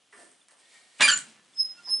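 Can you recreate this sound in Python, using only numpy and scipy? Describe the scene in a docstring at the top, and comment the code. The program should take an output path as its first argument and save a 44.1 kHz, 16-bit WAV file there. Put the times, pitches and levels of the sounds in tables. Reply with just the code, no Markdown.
"""A quiet living room in stereo, a cast-iron wood stove a little to the right; faint pips over steady hiss.
First a hand rubs and knocks the handle: coloured grit, noise blows and hollow iron modes; its spindle turns.
At 1 s the latch grinds (tilted noise), squeals near 2.4, 1.5 and 7 kHz (rough harmonics) and ticks clear.
The iron door rings (decaying modes) and a low draught of the fire comes up (coloured grit).
From 1.54 s the door swings in two pulls on a thin hinge whistle (gliding sines), the driest sound here."""
import sys
import numpy as np
from scipy import signal
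from scipy.fft import rfft, irfft
from scipy.io import wavfile
from scipy.ndimage import uniform_filter1d

SR = 44100
rng = np.random.default_rng(int(sys.argv[2]) if len(sys.argv) > 2 else 0)


def output_pcm(signal):
    """Save a mono or channel-first signal as 16-bit PCM at the path in sys.argv[1].

    Samples are clipped to [-1, 1] before scaling.
    """
    pcm = np.clip(np.atleast_2d(signal).T, -1, 1) * 32767
    wavfile.write(sys.argv[1], SR, np.round(pcm).astype(np.int16))


N = 88200
T = np.arange(N) / SR  # s

# Every _COLOUR table is a noise spectrum: [f/Hz, relative level/dB per Hz]
# steady hiss of the room
AIR_COLOUR = [(30, -26.5), (233, -3.5), (540, -6.5), (675, -3.5), (930, -8.5), (2620, -6), (3040, -1.5),
              (3990, -8), (11000, -12.5), (14300, -80)]
AIR_DB = -67.5
# low draught of the fire: [t/s, level/dB]
DRAUGHT = [(1.0, -81), (1.2, -61.5), (1.29, -57), (1.4, -66.5), (1.6, -62.5), (1.8, -59.5), (1.92, -57),
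           (2.0, -60.5)]
DRAUGHT_COLOUR = [(40, -28), (100, -21), (150, -8), (230, -3.5), (400, -8), (1700, -7), (8400, -11.5),
                  (11000, -16)]
# the hand rubbing on the handle: [t/s, level/dB]
RUB = [(.09, -85), (.13, -61), (.21, -54), (.28, -60.5), (.37, -66), (.44, -69), (.5, -128), (.512, -56),
       (.555, -69.5), (.6, -60.5), (.66, -84)]
RUB_COLOUR = [(150, -14), (500, -1), (1700, -0.5), (3000, -6), (5500, -4), (7500, -4), (8800, 6.5),
              (10500, -7.5)]
# the handle taking up its slack: [t/s, level/dB]
SLACK = [(.12, -81), (.135, -64), (.19, -61), (.225, -55.5), (.275, -68), (.315, -69), (.34, -88)]
# hollow ring of the stove body: [f/Hz, level/dB, t60/s], t60 capped at LONGEST_RING_S
BODY_MODES = [(244, 2, .27), (280, 0, .25), (316, 0, .25), (358, -3, .2), (415, 1, .2), (591, -2, .15),
              (653, -3, .15), (722, -2, .15)]
# soft knocks at the handle and, later, as the door swings:
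# [t/s, level/dB before the thud and ring gains, decay/s, centre f/Hz]
KNOCKS = [(.124, -51, 0.071, 1510), (.188, -52.5, 0.038, 690), (0.484, -59.5, 0.037, 1590),
          (.521, -64, 0.055, 745), (1.872, -47.5, 0.024, 860)]
# low thumps, each a single decaying low tone: [t/s, level/dB before rise and decay, f/Hz, decay/s]
THUMPS = [(.13, -60, 415, .05), (1.26, -59, 224, .04), (1.9, -60, 183, .02), (1.9955, -34, 380, .02)]
# sharp ticks of the handle and latch: [t/s, level/dB]
TICKS = [(0.316, -48), (0.485, -47.5), (0.509, -48), (1.015, -22), (1.079, -38), (1.1753, -18.5),
         (1.189, -27)]
TICK_COLOUR = [(60, -51), (400, -26), (1500, -10), (5000, -8.5), (8800, 4.5), (11000, -13)]
# faint high pips in the background: [t/s]
PIPS = [.417, .657, 1.537, 1.577, 1.857, 1.897, 1.937, 1.977]
PIP_HZ, PIP_WIDTH_S, PIP_DB = 3500, .0035, -59.5
# the spindle turning in the door before the latch binds: [t/s, level/dB]
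TURN = [(.54, -106.5), (.6, -64), (.67, -63.5), (.745, -56.5), (.83, -61.5), (.91, -63), (.99, -58.5),
        (1.02, -83)]
TURN_COLOUR = [(60, -25.5), (500, -3.5), (1200, -3.5), (2200, -3.5), (4400, 0.5), (6200, -5.5), (8300, -1),
               (11000, -10.5)]
# faint singing of the spindle: [f/Hz, level/dB, t60/s]
SPINDLE_MODES = [(1850, 2, .08), (2180, -1, .04), (2330, -3, .04)]
# latch grinding: [t/s, level/dB before the tilt, treble tilt/dB per octave]
GRIND = [(.982, -73, 19.5), (1.0, -35.5, -3), (1.008, -16.5, 1), (1.015, -17.5, 2.5), (1.026, -22.5, 7),
         (1.05, -31.5, 4), (1.074, -28.5, 6), (1.081, -29.5, 13), (1.11, -34, 9.5), (1.145, -50, 8.5),
         (1.2, -60, 6), (1.3, -62.5, 9.5), (1.4, -70, -4.5)]
GRIND_COLOUR = [(30, -44.5), (90, -21), (200, -7.5), (450, -6), (1100, 0.5), (2400, 4), (3600, -4),
                (5200, -12), (8800, -16.5), (11000, -31.5)]
# ring of the iron door: [f/Hz, level/dB, t60/s], t60 capped at LONGEST_RING_S
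DOOR_MODES = [(592, -10.5, .07), (797, -9.5, 0.08), (998, -3.5, 0.084), (1158, 3.5, .18),
              (1344, -10.5, 0.21), (1504, -2, .15), (1674, -2, 0.32), (1766, 11, 0.12), (1969, 0, 0.13),
              (2170, -8, 0.13), (2767, 1, 0.21), (2960, -1.5, 0.165), (3470, -7, .12), (4130, 1.5, .13),
              (6900, -12.5, .2)]
LONGEST_RING_S = .27
# latch squeals: [start t/s, length/s, f/Hz, pitch drift/Hz per s, roughness 0-1,
#                 then level/dB of each harmonic before flutter and pressure]
SQUEALS = [ (1.02, .053, 2402, -500, .12, -19, -25.5, -34, -29),
           (1.077, .035, 1585, -1300, .55, -20, -23, -24.5, -35),
           (1.112, .029, 1520, -500, .6, -30, -29.5, -33, -40), (1.112, .014, 7240, -6000, .15, -22),
           (1.13, .017, 7120, -4500, .15, -23), (1.155, .022, 7040, -800, .1, -28.5)]
SQUEAL_RISE_S, SQUEAL_FALL_S = 0.0017, 0.0056
JITTER_HZ, JITTER_RATE_HZ = 85, 160  # pitch jitter, scaled by the roughness
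RASP_RATE_HZ = 200  # width of the rasp round each harmonic
PRESS_DB = 2  # mid-squeal swell, greater for high harmonics and smooth squeals
# hinge whistle: [t/s, f/Hz, level/dB]
HINGE = [(1.54, 5190, -73), (1.585, 5168, -32.5), (1.604, 5175, -19), (1.614, 5175, -21),
         (1.624, 5150, -30.5), (1.631, 5140, -25), (1.64, 5125, -43), (1.652, 5130, -28.5),
         (1.683, 5124, -44), (1.71, 5131, -36.5), (1.75, 5130, -51.5), (1.785, 5125, -56),
         (1.815, 5120, -77), (1.858, 5160, -42.5), (1.89, 5140, -39.5), (1.915, 5175, -26.5),
         (1.942, 5182, -20.5), (1.957, 5188, -28.5), (2.0, 5195, -34.5)]
# octave of the whistle, harder in the second pull: [t/s, level/dB relative to the whistle]
OCTAVE = [(1.61, -28.5), (1.63, -18), (1.7, -31), (1.87, -35), (1.905, -9), (1.94, -26), (1.965, -10),
          (2.0, -30)]
# brief side notes of the hinge: [centre t/s, half width/s, f/Hz, level/dB, waver/Hz]
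CHIRPS = [(1.799, .015, 1420, -54, 15), (1.787, .012, 2760, -58, 30), (1.894, .009, 4945, -35, 40),
          (1.9, .02, 5400, -55, 200), (1.565, .04, 8180, -67, 40)]
HINGE_PAN_DB = 1.5  # further to the right than the latch
# reverberation of the living room: [f/Hz, t60/s]
ROOM_T60 = [(100, 1), (500, 0.34), (2000, 0.26), (6000, 0.23), (11000, 0.19)]
RIGHT_DB = 1.0  # right channel over left, for the stove
EDGE_HZ = 11100  # upper band limit


def amp(db):
    """Decibels to gain."""
    return 10 ** (np.asarray(db) / 20)


def unit(x):
    """Scales to an rms of one."""
    return x / np.sqrt(np.mean(x ** 2) + 1e-20)


def read(points, hz):
    """Reads a spectrum table on a log-frequency axis."""
    f, value = np.transpose(points)
    return np.interp(np.log(hz + 1), np.log(f + 1), value)


def level(rows, axis=1):
    """Gain curve from a table of times and dB, at -140 dB outside it."""
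    rows = np.array(rows)
    return amp(np.interp(T, rows[:, 0], rows[:, axis], left=-140, right=-140))


def colour(x, points):
    """Minimum-phase filter by a spectrum table, keeping the power of white noise."""
    hz = abs(np.fft.fftfreq(4096, 1 / SR))
    log_gain = np.log(unit(amp(read(points, hz))))
    taps = np.fft.ifft(np.exp(signal.hilbert(log_gain).conj())).real
    return signal.fftconvolve(x, taps[:len(taps) // 2])[:N]


def wander(rate_hz):
    """Smooth random motion of unit rms, fading out above a rate."""
    rolloff = np.exp(-(np.fft.rfftfreq(N, 1 / SR) / rate_hz) ** 2)
    return unit(irfft(rfft(rng.standard_normal(N)) * rolloff, N))


def grit(per_s, spread_db):
    """A random train of tiny slips of uneven size and either sign."""
    size = amp(spread_db * np.minimum(rng.exponential(1, N), 4))
    return unit(size * rng.choice([-1, 1], N) * (rng.random(N) < per_s / SR))


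def ring(x, modes):
    """Rings a table of well-damped iron modes, each with its share of the energy."""
    t, response = T[:SR // 2], 0
    for k, (hz, db, t60) in enumerate(modes):
        t60 = min(t60, LONGEST_RING_S)
        decay = amp(db - 60 * t / t60) / np.sqrt(t60)
        response = response + (-1) ** k * decay * np.cos(2 * np.pi * hz * t)
    return signal.fftconvolve(x, response / np.linalg.norm(response))[:N]


def draught():
    """Low draught of the fire: a random train of grit, filtered dark."""
    return level(DRAUGHT) * colour(grit(per_s=4400, spread_db=3.5), DRAUGHT_COLOUR)


def hiss():
    """Steady hiss of the room: stationary coloured noise."""
    return amp(AIR_DB) * unit(colour(rng.standard_normal(N), AIR_COLOUR))


def air(side_db=-11):
    """Hiss and draught, mostly shared by left and right, with a weaker independent side part."""
    mid, side = [hiss() + draught() for _ in range(2)]
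    return mid + amp(side_db) * np.array([side, -side])


def rub():
    """Skin drags over the handle in a dense train of uneven slips."""
    return colour(grit(per_s=23000, spread_db=5.5) * level(RUB), RUB_COLOUR)


def creak():
    """The handle takes up its slack in sparse slips that ring the hollow stove body."""
    return ring(grit(per_s=1500, spread_db=2) * level(SLACK), BODY_MODES)


def knock(start, db, decay_s, centre_hz):
    """A dull, grainy blow, an octave wide, that starts at once and dies away."""
    edges = [centre_hz / np.sqrt(2), centre_hz * np.sqrt(2)]
    band = signal.butter(2, edges, "band", fs=SR)
    grain = unit(signal.lfilter(*band, grit(per_s=3000, spread_db=-5.5)))
    return amp(db) * (T >= start) * np.exp(-abs(T - start) / decay_s) * grain


def knocks(ring_db=-13, thud_db=-4):
    """Soft knocks at the handle and, later, as the door swings: thuds that also ring the iron."""
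    blows = sum(knock(*row) for row in KNOCKS)
    return amp(thud_db) * blows + amp(ring_db) * ring(blows, DOOR_MODES)


def thump(start, db, hz, decay_s, rise_s=0.0037):
    """One low decaying tone with a soft onset."""
    t = np.maximum(T - start, 0)
    shape = (1 - np.exp(-t / rise_s)) * np.exp(-t / decay_s)
    return np.sqrt(2) * amp(db) * shape * np.sin(2 * np.pi * hz * t)


def burst(start, decay_s):
    """Noise that starts at once and dies away."""
    return (T >= start) * np.exp(-abs(T - start) / decay_s) * rng.standard_normal(N)


def ticks(decay_s=0.0012):
    """Small bright clicks of metal on metal, made of very short noise bursts."""
    clicks = sum(amp(db) * burst(s, decay_s) for s, db in TICKS)
    return colour(clicks, TICK_COLOUR)


def pips():
    """Tiny, brief tones of one pitch under bell-shaped envelopes."""
    envelope = sum(amp(PIP_DB) * np.exp(-((T - s) / PIP_WIDTH_S) ** 2) for s in PIPS)
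    return np.sqrt(2) * np.sin(2 * np.pi * PIP_HZ * T) * envelope


def spindle(ring_db=-7):
    """Fine, dry friction of the turning handle, whose sparser catches make it sing faintly."""
    slips = grit(per_s=36000, spread_db=3.0) * level(TURN)
    catches = grit(per_s=400, spread_db=2) * level(TURN)
    return colour(slips, TURN_COLOUR) + amp(ring_db) * ring(catches, SPINDLE_MODES)


def grind(ring_db=-3, rough_db=2, pivot_hz=2800):
    """Iron drags over iron in rough slips of shifting brightness, and rings the door."""
    slips = grit(per_s=9000, spread_db=2) * amp(rough_db * wander(rate_hz=180))
    spectrum = rfft(unit(colour(slips, GRIND_COLOUR)))
    hz = np.fft.rfftfreq(N, 1 / SR)
    tilt = np.interp(T, *np.array(GRIND)[:, [0, 2]].T)
    octaves = np.clip(np.log2((hz + 1) / pivot_hz), -2, 2)
    scrape = 0
    for k in range(-2, 3):  # overlapping bands, each k octaves from the pivot
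        band = irfft(spectrum * np.maximum(1 - abs(octaves - k), 0), N)
        scrape = scrape + band * amp(tilt * k)
    door = ring(slips * level(GRIND) * amp(-tilt), DOOR_MODES)
    return scrape * level(GRIND) + amp(ring_db) * door


def squeals(flutter_db=1.0, ring_db=-12):
    """The latch sticks and slips at sagging pitches; chatter smears the harmonics and rings the door."""
    clear, chatter = np.zeros((2, N))
    for start, length, hz, sag, rough, *harmonics_db in SQUEALS:
        t, rough = T - start, np.clip(rough, 0, 1)
        jitter = rough * JITTER_HZ * wander(rate_hz=JITTER_RATE_HZ)
        pitch = hz + sag * np.clip(t, 0, length) + jitter
        turns = np.cumsum(pitch) / SR
        rise = np.clip(t / SQUEAL_RISE_S, 0, 1)
        shape = rise * np.exp(-np.maximum(t - length, 0) / SQUEAL_FALL_S)
        press = np.sin(np.pi * np.clip(t / length, 0, 1)) - np.pi / 4
        for k, db in enumerate(harmonics_db, 1):
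            if k * hz < EDGE_HZ:
                rasp = (wander(RASP_RATE_HZ) + 1j * wander(RASP_RATE_HZ)) / np.sqrt(2)
                tone = np.exp(2j * np.pi * (k * turns + rng.random()))
                press_db = PRESS_DB * (k + 1) * (2 - rough) * press
                flutter = flutter_db * wander(rate_hz=52)
                swell = np.sqrt(2) * shape * amp(db + flutter + press_db)
                clear += np.sqrt(1 - rough ** 2) * swell * tone.real
                chatter += rough * swell * (rasp * tone).real
    return clear + chatter + amp(ring_db) * ring(chatter, DOOR_MODES)


def hinge(waver_hz=4, ease_s=0.0029):
    """A nearly pure whistle that swells smoothly, its octave, and brief side notes."""
    pitch = np.interp(T, *np.array(HINGE)[:, :2].T) + waver_hz * wander(rate_hz=82)
    phase = 2 * np.pi * np.cumsum(pitch) / SR
    octave = amp(np.interp(T, *np.transpose(OCTAVE)))
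    swell = uniform_filter1d(level(HINGE, axis=2), max(int(ease_s * SR), 1))
    whistle = swell * (np.sin(phase) + octave * np.sin(2 * phase))
    for centre, width, hz, db, waver in CHIRPS:
        turns = np.cumsum(hz + waver * wander(rate_hz=95)) / SR
        shape = 1 / np.cosh(2 * (T - centre) / width) ** .5
        whistle += amp(db) * shape * np.sin(2 * np.pi * turns)
    return np.sqrt(2) * whistle


def room(x, wet_db, side_db):
    """Direct sound a little to the right, with a tail of random echoes that dies faster in the treble."""
    count = SR // 2
    echoes = rng.random((2, count)) < 3000 / SR  # 3000 per second
    taps = rng.choice([-1., 1.], (2, count)) * echoes * (T[:count] > .003)
    hz, t, z = signal.stft(taps, SR, nperseg=256)
    decay = amp(-60 * t / read(ROOM_T60, hz)[:, None])
    tails = signal.istft(z * decay, SR, nperseg=256)[1]
    mid, side = [amp(wet_db) * signal.fftconvolve(x, tail / np.linalg.norm(tail))[:N] for tail in tails]
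    side = signal.lfilter(*signal.butter(2, 300, "high", fs=SR), side)  # bass stays central
    stereo = x + mid + amp(side_db) * np.array([side, -side])
    return stereo * amp([[-RIGHT_DB / 2], [RIGHT_DB / 2]])


def scene():
    """Handle with knocks and thumps, latch and hinge, each group with its own room tail, over air and pips."""
    thumps = sum(thump(*row) for row in THUMPS)
    handle = room(rub() + creak() + knocks() + thumps + spindle(), wet_db=-10.5, side_db=1.5)
    latch = room(grind() + ticks(), wet_db=-3.0, side_db=-7)
    squeal = room(squeals(), wet_db=-12, side_db=-4.5)
    swing = room(hinge(), wet_db=-20, side_db=2) * amp([[-HINGE_PAN_DB / 2], [HINGE_PAN_DB / 2]])
    return air() + handle + pips() + latch + squeal + swing


def record(dry, low_cut_hz=70):
    """The microphone thins the deep bass; then a steep low-pass sets the upper band limit."""
    low_cut = signal.butter(2, low_cut_hz, "high", fs=SR, output="sos")
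    thin = signal.sosfilt(low_cut, dry)
    low_pass = signal.firwin(401, EDGE_HZ, window=("kaiser", 8), fs=SR)
    return signal.oaconvolve(thin, low_pass[None], "same")


dry = scene()
out = record(dry)
output_pcm(out)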